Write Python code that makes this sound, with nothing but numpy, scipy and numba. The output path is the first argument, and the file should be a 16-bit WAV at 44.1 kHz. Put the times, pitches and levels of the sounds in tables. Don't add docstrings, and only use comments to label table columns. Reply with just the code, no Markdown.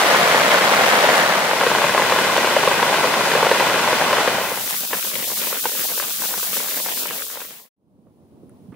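import sys
import numpy as np
from scipy import signal
from scipy.fft import rfft, irfft
from scipy.io import wavfile
from scipy.ndimage import uniform_filter1d
from numba import njit

SR = 44100
rng = np.random.default_rng(int(sys.argv[2]) if len(sys.argv) > 2 else 0)


def to_wav(s):
    ch = np.atleast_2d(s).T
    pcm = np.round(np.clip(ch, -1, 1) * 32767)
    wavfile.write(sys.argv[1], SR, pcm.astype(np.int16))


N = 385875
T = np.arange(N) / SR
HZ = np.arange(N // 2 + 1) * SR / N
RING_SAMPLES = 2048


def undb(db):
    return 10 ** (np.asarray(db) / 20)


# start of rise, full, start of fall, silent, in seconds.
AT_DOOR, AT_SHEET = (-1, -.5, 1.17, 1.72), (1.2, 1.66, 4.2, 4.699)
AT_PAN, IN_WOOD = (4.2, 4.7, 7.02, 7.691), (7.762, 8.75, 9, 9.5)


def fade(place):
    return np.interp(T, place, [0, 1, 1, 0])


def walk(rate_hz):
    hold = int(SR / rate_hz)
    steps = np.repeat(rng.standard_normal(N // hold + 1), hold)
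    return 1.3 * uniform_filter1d(uniform_filter1d(steps, hold), hold)[:N]


def late(x, left, right):
    return np.array([np.roll(x[0], left), np.roll(x[1], right)])


def colour(x, table):
    hz, db = np.transpose(table)
    grid_hz = np.maximum(np.arange(2049) * SR / 4096, 1)
    cepstrum = irfft(np.log(undb(np.interp(np.log(grid_hz), np.log(hz), db))))
    cepstrum[1:2048] *= 2
    cepstrum[2049:] = 0
    response = irfft(np.exp(rfft(cepstrum)))
    y = signal.oaconvolve(x, response[None], axes=1)[:, :N]
    return y / np.sqrt(np.mean(y[:, x[0] != 0] ** 2))


def hiss(lag_ms, alike, gust_hz):
    shared = np.clip(alike, 0, 1) * np.sinc(2 * HZ * lag_ms / 1000)
    shared = shared * HZ ** 4 / (HZ ** 4 + gust_hz ** 4)
    mid, side = (irfft(rfft(rng.standard_normal(N)) * np.sqrt(1 + sign * shared), N) for sign in (1, -1))
    return np.array([mid + side, mid - side])


def taps(ring_ms, shake, size=1024):
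    t = np.arange(size) / SR
    decay = undb(-60 * t / (ring_ms[:, None] / 1000))
    rows = shake * rng.standard_normal((len(ring_ms), size)) * decay
    rows[:, 0] = 1
    return rows


@njit
def scatter(out, at, lag, gain, which, bank):
    for k in range(len(at)):
        for j in range(bank.shape[1]):
            out[0, at[k] + lag[k] + j] += gain[k, 0] * bank[which[k], j]
            out[1, at[k] - lag[k] + j] += gain[k, 1] * bank[which[k], j]
    return out


def patter(t0, t1, rate, spread_db, ring_ms, shake, lag_ms, pan_db, size=512):
    when, big, place, pick = rng.random((int(rate * (t1 - t0)), 4)).T
    bank = taps(ring_ms * (.5 + rng.random(64)), shake, size=size)
    side = 2 * place - 1
    big_db = np.minimum(-spread_db * np.log(1 - big), 4 * spread_db)
    gain = undb(big_db[:, None] + pan_db / 2 * side[:, None] * np.array([1, -1]))
    margin = 64
    at = ((t0 + when * (t1 - t0)) * SR).astype(np.int64) + margin
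    lag = np.round(side * lag_ms * SR / 2000).astype(np.int64)
    out = scatter(np.zeros((2, N + 2048)), at, lag, gain, (pick * 64).astype(np.int64), bank)
    return out[:, margin:N + margin]


# frequency in Hz, relative level in dB per Hz.
RUMBLE_SPECTRUM = [(24, -28.5), (45, -17.5), (85, 0), (120, 4.5), (200, -26), (400, -54.5)]
RUMBLE_SHEET_DB, RUMBLE_PAN_DB = -53.5, -66


def rumble():
    lumps_db = np.array([6 * walk(9), 6 * walk(9)])
    level = undb(RUMBLE_SHEET_DB) * fade(AT_SHEET) + undb(RUMBLE_PAN_DB) * fade(AT_PAN)
    return level * undb(lumps_db) * colour(rng.standard_normal((2, N)), RUMBLE_SPECTRUM)


# frequency in Hz, relative level in dB per Hz.
WIND_SPECTRUM = [(24, -50.5), (40, -30), (86, -7.5), (242, -3), (325, -8), (353, -8.5), (1050, -26),
                 (1500, -38), (2600, -85), (4400, -120)]
AIR_SPECTRUM = [(590, -31), (1000, -16), (1750, -11), (3330, -12), (8060, -18), (9910, -9), (11200, -19),
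                (15500, -14.5)]
WIND_DB, AIR_DB = -46, -65.5
WOOD_BEND = 0.89
LEFT_LATE_WOOD_SAMPLES = 8


def wood():
    flutter_db = 1.5 * walk(25)
    wind = undb(WIND_DB + flutter_db) * colour(hiss(0.29, 1.0, 145), WIND_SPECTRUM)
    wind = undb([[-.8], [.8]]) * late(wind, LEFT_LATE_WOOD_SAMPLES, 0)
    air = undb(AIR_DB) * colour(hiss(.3, .3, 150), AIR_SPECTRUM)
    return (wind + air) * fade(IN_WOOD) ** WOOD_BEND


# frequency in Hz, relative level in dB per Hz.
DOOR_SPECTRUM = [(24, -63), (40, -48), (202, -8.5), (317, -17), (509, 0), (686, 1.5), (758, 0),
                 (2060, -4.5), (2390, -10), (3390, -11), (15500, -39)]
SHEET_SPECTRUM = [(24, -73.5), (40, -44.5), (158, -8), (230, -1), (330, -10.5), (522, -2), (760, 1.5),
                  (998, -3), (1500, -6), (2010, -10), (2770, -9), (15500, -33.5)]
LEAVES_SPECTRUM = [(24, -57.5), (40, -44), (162, -8.5), (522, -7), (1520, -5.5), (1770, -7), (2010, -6),
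                   (8500, -20), (15500, -24)]
DOOR_DB, SPRAY_DB, DOOR_LEAVES_DB = -15, -23, -20.5
SHEET_DB, SHEET_LEAVES_DB = -21, -20.5
ECHO_MS, ECHO_DB = 2.0, -11
LEFT_LATE_DOOR_SAMPLES = 5


def rain():
    door = colour(patter(0, 1.7, rate=1300, spread_db=0.0, ring_ms=9.1, shake=0.24, lag_ms=0.21, pan_db=2.0),
                  DOOR_SPECTRUM)
    spray = colour(patter(0, 1.7, rate=900, spread_db=1.5, ring_ms=2.5, shake=0.61, lag_ms=0.2, pan_db=2,
                          size=128), LEAVES_SPECTRUM)
    sheet = colour(patter(1.1, 4.75, rate=1500, spread_db=1.5, ring_ms=7.3, shake=0.19, lag_ms=0.16,
                          pan_db=5.0), SHEET_SPECTRUM)
    leaves_db = 0.66 * walk(6.9)
    leaves = undb(leaves_db) * colour(hiss(0.116, 0.92, 80), LEAVES_SPECTRUM)

    door = late(undb(DOOR_DB) * door + undb(SPRAY_DB) * spray, LEFT_LATE_DOOR_SAMPLES, 0)
    door = door + undb(DOOR_LEAVES_DB) * leaves
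    sheet = undb(SHEET_DB) * sheet + undb(SHEET_LEAVES_DB) * leaves[:, ::-1]
    lag = int(ECHO_MS * SR / 1000)
    sheet = sheet + undb(ECHO_DB) * late(uniform_filter1d(sheet, size=5), lag, lag)
    return (fade(AT_DOOR) * door + fade(AT_SHEET) * sheet) * undb([[.6], [-.6]])


# middle in seconds, length in seconds, depth in dB.
BACKGROUND_DIPS = [(4.877, 0.059, -4.5), (5.016, 0.02, -5), (5.128, 0.038, -2), (5.265, .03, -2),
                   (5.348, 0.018, -10), (5.616, 0.023, -10), (5.715, 0.024, -3), (5.871, 0.029, -8),
                   (6.063, 0.022, -4.5), (6.148, 0.098, -4.5), (6.274, 0.025, -4), (6.823, 0.037, -6),
                   (6.946, 0.033, -4.5), (7.255, 0.055, -3.5)]


def background_dips():
    return undb(sum(db * np.exp(-(2 * (T - s) / length) ** 4) for s, length, db in BACKGROUND_DIPS))


def patchy(x, depth_db, rate_hz):
    spectrum, edges_hz = rfft(x), [0, 250, 650, 1100, 1650, 2400, SR]
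    out = 0
    for lo, hi in zip(edges_hz, edges_hz[1:]):
        dip_db = depth_db * np.clip(walk(rate_hz), -1.4, 0)
        out = out + undb(dip_db) * irfft(spectrum * (HZ >= lo) * (HZ < hi), N)
    return out


# frequency in Hz, relative level in dB per Hz.
TARP_SPECTRUM = [(24, -68), (40, -45), (203, -3), (325, -10.5), (484, -4.5), (774, -7), (961, -7.5),
                 (2050, -6.5), (3000, -8), (3900, -12.5), (6600, -120)]
FAT_SPECTRUM = [(1470, -58), (2500, -12.5), (3470, -6.5), (8810, -5.5), (14500, -3.5), (15500, -2.5)]
# time in seconds, gain in dB.
SIZZLE_GAIN = [(4.35, -23), (4.75, -23.5), (5.21, -23.5), (5.37, -22), (6.54, -22), (7.05, -24)]
TARP_DB, FAR_DB = -34, -34


def frying():
    fizz = patter(4.2, 7.75, rate=1700, spread_db=5.0, ring_ms=0.55, shake=0.57, lag_ms=0.022, pan_db=-11, size=96)
    fat = undb(-7.5) * colour(fizz, FAT_SPECTRUM) + colour(hiss(.01, 0.11, 60), FAT_SPECTRUM)
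    fat = undb(1.2 * walk(28)) * fat
    treble = signal.butter(2, 12500, "highpass", fs=SR, output="sos")
    top = signal.sosfilt(treble, fat[[0, 0]])
    surge_db = 2.5 * walk(24)
    fat = fat + undb(-9.0 + surge_db) * top

    tarp = colour(patter(4.2, 7.75, rate=220, spread_db=3.0, ring_ms=8.6, shake=0.35, lag_ms=0.28, pan_db=19.0),
                  TARP_SPECTRUM)
    far = colour(hiss(0.29, 0.81, 70), TARP_SPECTRUM)
    flurry_db = 2.5 * walk(35)
    background = undb(TARP_DB + flurry_db) * tarp + undb(FAR_DB) * far
    background = background_dips() * patchy(background, depth_db=8, rate_hz=32)
    sizzle = undb(np.interp(T, *np.transpose(SIZZLE_GAIN)))
    return (sizzle * fat + background) * fade(AT_PAN) * undb([[1.1], [-1.1]])


def blows(s, db, rings, shake, shake_ms, low_hz, late_ms, pan_db):
    out = np.zeros((2, N + RING_SAMPLES))
    thin = signal.butter(3, low_hz, "highpass", fs=SR, output="sos")
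    pan_db = pan_db + 0 * s
    for k, row in enumerate(taps(shake_ms + 0 * s, shake)):
        hit = signal.sosfilt(thin, np.convolve(row, rings[k])[:RING_SAMPLES])
        gain = undb(db[k] + np.array([[.5], [-.5]]) * pan_db[k]) / np.abs(hit).max()
        i = min(int((s[k] + late_ms / 1000) * SR), N - 1)
        out[:, i:i + RING_SAMPLES] += gain * hit
    return out[:, :N]


def soft_ring(hz, cycles):
    t = np.arange(RING_SAMPLES) / SR
    return np.sin(2 * np.pi * hz * t) * t * np.exp(-hz * t * 2 * np.pi / cycles)


# start in seconds, peak in dB, pitch in Hz.
WOOD_TICKS = [(8.494, -48, 9920), (8.571, -64, 4320)]


def ticks():
    s, db, hz = np.transpose(WOOD_TICKS)
    rings = [soft_ring(f, cycles=7) for f in hz]
    return blows(s, db, rings, shake=.6, shake_ms=14, low_hz=1500, late_ms=.3, pan_db=-4)


# start in seconds, peak in dB, pitch in Hz.
WOOD_KNOCKS = [(7.987, -44, 220), (8.066, -47, 433), (8.068, -57, 1000), (8.431, -36.5, 250),
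               (8.494, -55, 1480), (8.681, -34, 147), (8.699, -36, 147), (8.722, -44, 1100),
               (8.725, -57, 2300), (8.731, -51, 1500), (8.724, -33.5, 300), (8.741, -49, 2050)]


def knocks():
    s, db, hz = np.transpose(WOOD_KNOCKS)
    rings = [soft_ring(f, cycles=2.7) for f in hz]
    return blows(s, db, rings, shake=0.22, shake_ms=48, low_hz=90, late_ms=0.57, pan_db=-6)


# start in seconds, peak in dB, pitch in Hz, left minus right in dB.
BRIGHT_SPITS = [(2.374, -11, 5580, 5), (4.9764, -8, 14100, 6), (5.928, -9, 12400, 0),
                (6.2204, -10.5, 14500, -1), (6.5205, -10.5, 14300, 5), (7.071, -8, 14000, 3.5)]


def spits():
    s, db, hz, pan_db = np.transpose(BRIGHT_SPITS)
    rings = [soft_ring(f, cycles=3.9) for f in hz]
    return blows(s, db, rings, shake=0.56, shake_ms=2.8, low_hz=2500, late_ms=0.38, pan_db=pan_db)


# frequency in Hz, level in dB, t60 in ms.
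FABRIC_MODES = [(550, -0.5, 22.5), (1025, 6, 8.7), (1550, 1, 14), (2000, -1, 5.1), (2520, -1, 4.2),
                (3260, -12.5, 5.4)]
SPLASH_BAND = signal.butter(2, [1100, 2900], "bandpass", fs=SR, output="sos")
SPLASH_T60_S = 0.07


def fabric_ring(hz, fall_db, edge_ms, slack, splash_db):
    t = np.arange(RING_SAMPLES) / SR
    modes_hz = np.array(FABRIC_MODES)[:, 0]
    tuned_hz = modes_hz * (1 + slack * rng.standard_normal(len(FABRIC_MODES)))
    tuned_hz[np.argmin(abs(np.log(modes_hz / hz)))] = hz
    spot_db = 1.5 * rng.standard_normal(len(FABRIC_MODES))
    taut = 1.17 ** rng.standard_normal()
    modes = 0
    for (_, db, t60_ms), f, d in zip(FABRIC_MODES, tuned_hz, spot_db):
        level_db = db + d - fall_db * abs(np.log2(f / hz))
        decay_db = 60 * t * 1000 / t60_ms / taut
        modes = modes + undb(level_db - decay_db) * np.sin(2 * np.pi * f * t)
    splash = signal.sosfilt(SPLASH_BAND, rng.standard_normal(len(t)))
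    splash = splash * undb(splash_db - 60 * t / SPLASH_T60_S)
    return (splash - modes) * (1 - np.exp(-t * 1000 / edge_ms))


TENT_FALL_DB_PER_OCTAVE, TENT_SPLASH_DB = 4.5, -12
TARP_FALL_DB_PER_OCTAVE, TARP_SPLASH_DB = 2.5, -6


def thump(s, db, hz):
    rings = []
    for start, f in zip(s, hz):
        on_tarp = start > AT_PAN[1]
        rings.append(fabric_ring(f, fall_db=TARP_FALL_DB_PER_OCTAVE if on_tarp else TENT_FALL_DB_PER_OCTAVE,
                                 edge_ms=0.071, slack=0.065,
                                 splash_db=TARP_SPLASH_DB if on_tarp else TENT_SPLASH_DB))
    pan_db = 2.5 + 1.1 * rng.standard_normal(len(s))
    return blows(s, db, rings, shake=0.058, shake_ms=36, low_hz=437, late_ms=1.289, pan_db=pan_db)


def lesser_thumps(place, top_db, range_db, count):
    when, small, spot = rng.random((count, 3)).T
    s = place[0] + when * (place[3] - place[0])
    return fade(place) * thump(s, top_db - range_db * small, 480 * 3.6 ** spot)


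# start in seconds, peak in dB, strongest pitch in Hz.
BIG_DROPS = [(0.144, -7, 697), (0.161, -8, 700), (0.212, -5, 684), (0.345, -4, 563), (0.385, -16, 511),
             (0.714, -8, 504), (1.04, -6, 579), (1.511, -6.5, 985), (1.611, -2.5, 1010), (1.634, -8, 950),
             (1.665, -2, 484), (1.714, -4.5, 530), (1.749, -4, 953), (1.784, -6, 641), (1.818, -8.5, 1070),
             (1.841, -4, 608), (1.894, -8.5, 956), (1.947, -3.5, 842), (1.977, -0.5, 1090), (2.02, 0, 1070),
             (2.08, -11, 1000), (2.121, -1, 528), (2.187, -3, 1060), (2.247, -6, 1120), (2.298, -9, 716),
             (2.364, -4, 1096), (2.378, -2, 595), (2.444, -3.5, 565), (2.472, -5.5, 1000),
             (2.526, -15, 923), (2.564, -2.5, 600), (2.635, -6, 961), (2.674, -3, 541), (2.713, -3, 918),
             (2.793, -6.5, 528), (2.827, -1, 1030), (2.865, -7, 966), (2.896, -6, 824), (2.927, -5, 894),
             (2.941, -5, 576), (2.982, -7, 891), (3.041, -5.5, 571), (3.139, -4, 1490), (3.315, -4.5, 506),
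             (3.336, -7, 1410), (3.351, -3.5, 490), (3.428, -1.5, 538), (3.447, -6, 519), (3.466, -2, 799),
             (3.513, 1.5, 514), (3.55, -10, 551), (3.599, -3, 514), (3.606, -5, 557), (3.624, -6.5, 498),
             (3.668, -7, 536), (3.698, -6, 579), (3.741, -6.5, 501), (3.758, -7, 923), (3.777, -8, 560),
             (3.793, -6, 589), (3.843, -10, 1520), (3.875, -5, 953), (3.928, -3.5, 509), (4.012, -7, 759),
             (4.061, -12, 495), (4.129, -2.5, 1040), (4.168, -7, 503), (4.183, -4, 563), (4.275, -3.5, 495),
             (4.382, -11, 616), (4.516, -13, 541), (4.574, -15, 842), (4.741, -17, 1590),
             (4.928, -14.5, 1040), (4.931, -8.5, 490), (4.942, -16, 568), (4.975, -26, 875),
             (5.048, -21, 1550), (5.072, -24, 530), (5.16, -22, 584), (5.285, -27, 1480), (5.301, -22, 501),
             (5.316, -19.5, 528), (5.42, -23, 589), (5.47, -17.5, 530), (5.503, -26, 748),
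             (5.526, -15.5, 517), (5.566, -20, 474), (5.64, -22, 544), (5.654, -8, 498), (5.692, -21, 966),
             (5.75, -22, 530), (5.801, -23, 1680), (5.854, -24.5, 608), (5.901, -23, 506),
             (5.917, -20, 729), (5.976, -19.5, 530), (5.998, -11.5, 1200), (6.024, -17, 1530),
             (6.219, -20, 1490), (6.236, -19.5, 1020), (6.308, -25, 1710), (6.338, -16.5, 1430),
             (6.378, -22.5, 1420), (6.428, -20.5, 517), (6.535, -24, 622), (6.568, -18.5, 533),
             (6.601, -18.5, 1100), (6.641, -26, 493), (6.672, -24.5, 1500), (6.684, -27, 1100),
             (6.719, -23, 554), (6.771, -25.5, 1060), (6.799, -20.5, 544), (6.86, -16, 530),
             (6.885, -16.5, 1600), (6.973, -22, 1070), (7.041, -34, 1110), (7.055, -19, 1070),
             (7.107, -17, 1190), (7.152, -33, 517), (7.207, -30, 762), (7.3, -27, 1200), (7.355, -27, 1070),
             (7.371, -21.5, 969), (7.403, -24, 1580), (7.416, -22, 1540)]


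def thumps():
    big = thump(*np.transpose(BIG_DROPS))
    on_sheet = lesser_thumps(AT_SHEET, top_db=-9.5, range_db=3.5, count=60)
    by_pan = background_dips() * lesser_thumps(AT_PAN, top_db=-22.5, range_db=17.0, count=60)
    return big + on_sheet + by_pan


def scene():
    background = rumble() + wood() + rain() + frying()
    return background + ticks() + knocks() + spits() + thumps()


TOP_HZ = 15650


def record(dry):
    rounded = np.tanh(0.83 * dry) / 0.82
    return signal.sosfilt(signal.ellip(10, .2, 75, TOP_HZ, fs=SR, output="sos"), rounded)


dry = scene()
out = record(dry)
to_wav(out)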